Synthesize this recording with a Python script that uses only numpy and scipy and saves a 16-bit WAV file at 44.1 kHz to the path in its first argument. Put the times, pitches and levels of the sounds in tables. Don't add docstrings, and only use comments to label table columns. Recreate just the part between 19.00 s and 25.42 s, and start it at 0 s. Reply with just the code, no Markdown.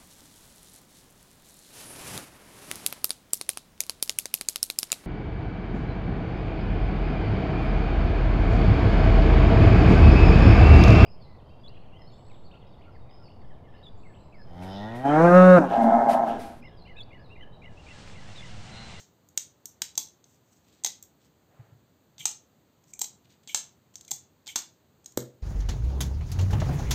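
import sys
import numpy as np
from scipy import signal
from scipy.fft import rfft, irfft
from scipy.io import wavfile
from scipy.ndimage import uniform_filter1d

SR = 44100
rng = np.random.default_rng(int(sys.argv[2]) if len(sys.argv) > 2 else 0)


def output_pcm(signal):
    pcm = np.clip(np.atleast_2d(signal).T, -1, 1) * 32767
    wavfile.write(sys.argv[1], SR, np.round(pcm).astype(np.int16))


N = 283122
TAPS = 4096
HZ = np.fft.rfftfreq(TAPS, 1 / SR)

# start in seconds, level in dB, handle knock in dB,
# body below 5 kHz in dB, top near 13 kHz in dB, ringing mode in Hz, room in dB.
OPENINGS = [(-.075, 14, -6.5, 1.5, -3.5, 6900, -6.5), (.3756, 17.5, -14.5, -2.5, -7, 6880, -10),
            (.8191, 13.3, -11.5, 4.5, -5, 7450, -8.5), (3.2551, 19.5, -4, -2.5, -11, 7580, -4.5),
            (4.5459, 18, -4, 0, -9, 7530, -3.5), (5.5584, 14.5, -1, 3, -5.5, 5870, -3.5)]
# start in seconds, level in dB, handle rattle in dB,
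# body below 5 kHz in dB, top near 13 kHz in dB, ringing mode in Hz, room in dB.
CLOSINGS = [(0.9769, 14.5, -3, 2.5, -1, 6170, -6), (1.8464, 14.2, 14.5, 3.3, -5.5, 6340, -6.5),
            (4.0151, 14, 4.5, .5, -2, 7530, -7.5), (5.1141, 12.7, 4.5, -.5, -4.5, 7330, -7),
            (6.1735, 9, 12, 2.5, 3, 7700, -9)]
# start in seconds, level in dB,
# body below 5 kHz in dB, top near 13 kHz in dB, ringing mode in Hz.
TICKS = [(.288, -19.5, -7, 1.5, 7300), (.6562, 1.5, -6.5, 0, 5700), (.954, -9.5, 3, -11, 5760),
         (1.2415, -20.5, 5.5, -13, 6490), (1.837, 3, -6, -15, 8400), (1.862, 8, 6.5, -4.5, 6200),
         (1.8712, 2, 8, -5.5, 6770), (2.0261, -8, -6.5, 2, 7550), (2.0367, -19, 1.5, -5, 7700),
         (3.181, -15.5, 11.5, -11, 6200), (3.9357, -2.5, -14.5, -12, 7350), (3.9926, 1, -2.5, 1.5, 7400),
         (4.0088, -2.5, -5.5, -16, 7670), (4.043, 2.5, 2.5, -12.5, 7300), (4.4745, -9.5, 9, -11.5, 7400),
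         (4.9557, -1.6, -1, -9.5, 5850), (5.0098, -11.5, 3.5, -5, 7200), (5.049, -18, 5.5, -2.5, 6900),
         (5.0795, -10.5, 3, -8.5, 7000), (5.1087, 3.5, -7, 0, 7500), (5.4615, -21, 11, -4, 6770),
         (5.469, -9.5, 12, -4, 7500), (5.4765, -5.5, 10.5, -7.5, 7350), (5.5622, 10, -1, -10, 6400),
         (6.0438, -20, 0, -10, 8340), (6.0596, -3.5, 0, -6.5, 6700), (6.1213, -18, -2, -3.5, 7180),
         (6.2035, -10, 6, -6, 7200)]
OPEN = dict(clack_db=0, blade_db=1.5, handle_db=-5, ring_db=3.5, chatter_s=.00065)
SHUT = dict(knock_db=-1.5, clack_db=-6, blade_db=-10.5, ring_db=9, chatter_s=.00075)
LIGHT = dict(knock_db=-11.5, clack_db=-5, blade_db=-2.5, handle_db=.5, ring_db=8,
             chatter_s=.00063, room_db=-8.5)


def clicks():
    out = np.zeros(N)
    for s, db, knock_db, body_db, top_db, ring_hz, room_db in OPENINGS:
        add(out, s, strike(db, body_db, top_db, ring_hz, knock_db=knock_db, room_db=room_db, **OPEN))
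    for s, db, handle_db, body_db, top_db, ring_hz, room_db in CLOSINGS:
        add(out, s, strike(db, body_db, top_db, ring_hz, handle_db=handle_db, room_db=room_db, **SHUT))
    for s, db, body_db, top_db, ring_hz in TICKS:
        add(out, s, strike(db, body_db, top_db, ring_hz, **LIGHT))
    return out


BLADE_BEND_HZ, BLADE_BEND_WIDTH_HZ = 1430, 580
HANDLE_BEND_HZ, HANDLE_BEND_WIDTH_HZ = 2030, 250


def strike(db, body_db, top_db, ring_hz, ring_db, knock_db, clack_db, blade_db, handle_db, chatter_s,
           room_db, ring_width_hz=520, spread_width_hz=1300, spread=.55, low_room_db=-2.5, blurred=.35):
    radiation = read([(30, -24.5), (150, 0), (250, 3), (600, -3), (800, -.5), (1100, 0)], HZ)
    body = knife_gain() * amp(radiation)
    blurred_power = uniform_filter1d(body ** 2, size=71) * np.minimum(HZ / 1500, 1) ** 2
    all_sides = np.sqrt((1 - blurred) * body ** 2 + blurred * blurred_power)

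    hollow = read([(500, knock_db / 2 - 1.5), (800, knock_db), (1150, knock_db),
                   (1600, clack_db), (2800, clack_db), (3400, 0)], HZ)
    grip = read([(5000, body_db), (5900, 0), (8500, 0), (11500, top_db)], HZ)
    blade_bend = blade_db * bell(BLADE_BEND_HZ, BLADE_BEND_WIDTH_HZ)
    handle_bend = handle_db * bell(HANDLE_BEND_HZ, HANDLE_BEND_WIDTH_HZ)
    gain = amp(db + hollow + grip + blade_bend + handle_bend)
    blow = contact(chatter_s)[:TAPS // 2]

    beamed = causal(gain * body * amp(ring_db * bell(ring_hz, ring_width_hz)))
    neighbours_db = spread * ring_db * bell(ring_hz, spread_width_hz)
    scattered = causal(gain * all_sides * amp(room_db + neighbours_db + low_room_db * bell(1000, 900)))
    out = reflections(signal.fftconvolve(blow, scattered))
    add(out, 0, signal.fftconvolve(blow, beamed))
    return out


def contact(chatter_s, bounce_s=.0028, bounce_db=-12, hand_sway=.1):
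    t = np.arange(TAPS) / SR
    delay = bounce_s * (1 + hand_sway * rng.uniform(-0.998, 1))
    direct = t / chatter_s
    late = np.maximum(t - delay, 0) / chatter_s
    envelope = direct * np.exp(-direct) + amp(bounce_db) * late * np.exp(-late)
    spectrum = rfft(rng.standard_normal(TAPS) * envelope)
    power = signal.convolve(abs(spectrum) ** 2, signal.windows.hann(81) / 40, "same")
    return irfft(spectrum / np.sqrt(power))


# frequency in Hz, width in Hz, gain in dB.
KNIFE_MODES = [(861, 253, -8), (1460, 500, -18.5), (2121, 200, -16.5), (2600, 600, -19), (3440, 830, -13.5),
               (3960, 470, -11.5), (4590, 350, -11.5), (5160, 300, -12.5), (5627, 350, -7.5),
               (6270, 257, 0), (6760, 590, -4), (7510, 350, -3.5), (8307, 350, -7), (9580, 1700, -14.5),
               (11970, 1100, -13), (13200, 1300, -13), (15000, 800, -15)]


def knife_gain(between_db=-22):
    power = sum((amp(db) * bell(hz, width_hz)) ** 2 for hz, width_hz, db in KNIFE_MODES)
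    return np.sqrt(power + amp(between_db) ** 2)


# start in seconds, level in dB, pitch in Hz.
PINGS = [(.657, -38, 13300), (2.027, -40, 14500), (3.994, -33, 13900), (6.174, -31, 12700)]


def pings(t60_s=.012, attack_s=.0004):
    out, t = np.zeros(N), np.arange(SR // 20) / SR
    for s, db, hz in PINGS:
        envelope = decay(t, t60_s) * np.minimum(t / attack_s, 1)
        ring = np.sin(2 * np.pi * hz * t) * envelope
        add(out, s, room(amp(db) * ring, wet_db=-8))
    return out


# start in seconds, length in seconds, scrape in dB,
# lower squeak in Hz, lower squeak in dB.
SWINGS = [(3.187, 0.061, -46, 2234, -49.5), (3.931, .016, -58, 2300, -51.5),
          (4.477, 0.061, -46.5, 2304, -45), (5.079, 0.026, -56, 2260, -58), (5.476, .054, -45.5, 2220, -44)]
UPPER_HZ, UPPER_DB, HARD_FLICK_DB, UPPER_GROWTH = 3176, -42, -46, 2.4


def swings(upper_width_hz=520, lower_width_hz=240, top_db=0, rasp_db=4):
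    out = np.zeros(N)
    scrape_colour = [(2500, -8), (3700, rasp_db), (5000, -2), (6000, 1.5), (7500, 4), (12000, top_db)]
    steel = knife_gain() * amp(read(scrape_colour, HZ))
    for s, length_s, db, lower_hz, lower_db in SWINGS:
        upper_db = UPPER_DB + UPPER_GROWTH * (db - HARD_FLICK_DB)
        progress = np.arange(round(length_s * SR)) / (length_s * SR)
        speed = np.interp(progress, [0, .08, .33, .6, 1], [0.024, .6, 0.85, .55, 0.38])
        middle = np.exp(-((progress - .36) / 0.13) ** 2)
        sound = amp(db) * friction(speed, steel, grain_db=-0.5)
        add(sound, 0, amp(upper_db) * squeak(speed ** 2, UPPER_HZ, upper_width_hz))
        add(sound, 0, amp(lower_db) * squeak(middle, lower_hz, lower_width_hz))
        add(out, s, room(sound, wet_db=-8.5))
    return out


def squeak(envelope, hz, width_hz, sag=.1):
    size = len(envelope)
    radius = np.exp(-np.pi * width_hz / SR)
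    noise = rng.standard_normal(size) + 1j * rng.standard_normal(size)
    wobble = signal.lfilter([1], [1, -2 * radius, radius ** 2], noise)
    turns = np.cumsum(hz * (1 - sag * np.linspace(-.4, .6, size))) / SR
    sound = envelope * (wobble * np.exp(2j * np.pi * turns)).real
    return evened(sound) * np.sqrt(np.mean(envelope ** 2))


def friction(envelope, gain, grain_db):
    size = len(envelope)
    grain = evened(uniform_filter1d(rng.standard_normal(size), size=40))
    slips = rng.standard_normal(size) * amp(grain_db * grain)
    ring = causal(gain)
    return signal.fftconvolve(evened(slips) * envelope, ring / np.linalg.norm(ring))


# start in seconds, length in seconds, level in dB, body below 5 kHz in dB.
RUBS = [(1.24, .15, -68, -5.5), (1.43, 0.22, -71.5, -4), (1.609, .23, -68.5, 7), (2.189, .099, -71, 4),
        (3.837, 0.0078, -62, 3.5), (3.86, .07, -64, -6), (4.242, .022, -67, 12), (4.283, 0.078, -66, 9.5),
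        (4.426, .03, -67.5, 6.5), (4.935, .02, -62, 2)]
# frequency in Hz, gain in dB.
RUB_COLOUR = [(600, -36), (1500, -16), (3000, -7), (4200, -7), (5300, -6), (6600, 0.5), (8000, -3.5),
              (10000, -13), (15000, -16)]
# frequency in Hz, gain in dB.
SLIDE_COLOUR = [(150, -20), (400, -1.5), (700, 0.5), (1100, -9), (1650, -8.5), (3000, -20), (6000, -39.5)]
SLIDE_START_S, SLIDE_LENGTH_S, SLIDE_DB = 2.45, 0.32, -65.5


def rubs():
    out = np.zeros(N)
    for s, length_s, db, body_db in RUBS:
        colour_db = read(RUB_COLOUR, HZ) + read([(4200, body_db), (5900, 0)], HZ)
        add(out, s, stroke(length_s, db, amp(colour_db), grain_db=4.0))
    slide = stroke(SLIDE_LENGTH_S, SLIDE_DB, amp(read(SLIDE_COLOUR, HZ)), grain_db=3.0)
    add(out, SLIDE_START_S, slide)
    return out


def stroke(length_s, db, band, grain_db, catch_db=3):
    size = round(length_s * SR)
    catch_curve = np.interp(np.arange(size) / SR, np.arange(50) / 100, rng.standard_normal(50))
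    envelope = signal.windows.tukey(size, .7) * evened(amp(catch_db * catch_curve))
    return room(amp(db) * friction(envelope, band, grain_db), wet_db=-6.5)


# start in seconds, level in dB, pitch in Hz.
PATS = [(2.592, -40.5, 118.8), (2.719, -46, 122), (3.196, -52, 135.3), (5.118, -50.5, 140.4)]


def pats(swell_s=0.0046):
    out, t = np.zeros(N), np.arange(SR // 10) / SR
    for s, db, hz in PATS:
        push = (t / swell_s) ** 2 * np.exp(-t / swell_s)
        thump = push / push.max() * np.sin(2 * np.pi * hz * t)
        add(out, s, room(amp(db) * thump, wet_db=-6))
    return out


# frequency in Hz, gain in dB.
KNOCK_BODY = [(30, -41.5), (70, -13.5), (120, -2.5), (170, -10), (240, 0), (400, -2), (540, -3.5),
              (680, -17), (1000, -20.5), (1800, -22), (2600, -49), (6000, -74)]
# frequency in Hz, level in dB, t60 in seconds.
DESK_MODES = [(127.2, -34.5, .38), (232, -47.5, .45), (340, -39, 0.35), (383, -43.5, .3), (487, -39.5, .42),
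              (555, -46.5, 0.43), (622, -50, .36)]
KNOCK_S, KNOCK_DB = 6.1752, 20.3


def knock():
    out, t = np.zeros(N), np.arange(SR // 2) / SR
    push = causal(amp(KNOCK_DB + read(KNOCK_BODY, HZ)))
    add(out, KNOCK_S, room(push, wet_db=-8.5))
    for hz, mode_db, t60_s in DESK_MODES:
        add(out, KNOCK_S, amp(mode_db) * np.sin(2 * np.pi * hz * t) * decay(t, t60_s))
    return out


# frequency in Hz, t60 in seconds.
ROOM_T60 = [(120, 0.27), (500, .33), (1300, .27), (3500, .27), (6600, 0.25), (9000, 0.2), (15000, 0.18)]


def reflections(x, first_s=.004, build_s=.02, early=1.2):
    size = SR // 2
    t = np.arange(size) / SR
    sparse = rng.random(size) < 4000 / SR
    taps = rng.choice([-1., 1.], size) * sparse * (t > first_s) * np.interp(t, [0, build_s], [early, 1])
    hz, age, bands = signal.stft(taps, SR, nperseg=256)
    fade = decay(np.maximum(age - build_s, 0), read(ROOM_T60, hz)[:, None])
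    tail = signal.istft(bands * fade, SR, nperseg=256)[1]
    return signal.fftconvolve(x, tail / np.linalg.norm(tail))


def room(x, wet_db):
    out = amp(wet_db) * reflections(x)
    add(out, 0, x)
    return out


# frequency in Hz, relative density in dB.
AIR_COLOUR = [(20, -22.5), (45, -14), (85, 1), (140, 1), (280, -2.5), (700, -10.5), (1200, -15.5),
              (2300, -22.5), (4500, -22), (5400, -32.5), (6500, -21.5), (8400, -26.5), (10000, -33.5),
              (15000, -24)]
AIR_RMS_DB = -64.5


def air():
    return amp(AIR_RMS_DB) * evened(coloured(rng.standard_normal(N), AIR_COLOUR))


def amp(db):
    return 10 ** (np.asarray(db) / 20)


def decay(t, t60_s):
    return np.exp(-np.log(1000) * t / t60_s)


def evened(x):
    return x / np.sqrt(np.mean(x ** 2) + 1e-20)


def read(points, hz):
    f, value = np.transpose(points)
    return np.interp(np.log(hz + 1), np.log(f + 1), value)


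def add(mix, s, sound):
    start = round(s * SR)
    sound = sound[max(-start, 0):]
    part = mix[max(start, 0):][:len(sound)]
    part += sound[:len(part)]


def bell(centre_hz, width_hz):
    return 1 / (1 + (2 * (HZ - centre_hz) / width_hz) ** 2)


def causal(gain):
    cepstrum = irfft(np.log(np.maximum(gain, 1e-5)))
    cepstrum[1:TAPS // 2] *= 2
    cepstrum[TAPS // 2 + 1:] = 0
    return irfft(np.exp(rfft(cepstrum)))


def coloured(x, points):
    gain = amp(read(points, np.fft.rfftfreq(len(x), 1 / SR)))
    return irfft(rfft(x) * gain, len(x))


def scene():
    return (clicks() + pings() + swings() + rubs() + pats() + knock() + air())[None]


# frequency in Hz, gain in dB.
MIC_RESPONSE = [(20, -12), (70, 0), (8450, 0), (8650, -10), (10000, -12), (11400, -16), (11700, 0),
                (15400, 0), (15650, -21)]
EDGE_HZ = 16450


def record(dry):
    heard = coloured(dry[0], MIC_RESPONSE)
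    lowpass = signal.firwin(511, EDGE_HZ, window=("kaiser", 9), fs=SR)
    return signal.oaconvolve(heard, lowpass, "same")[None]


dry = scene()
out = record(dry)
output_pcm(out)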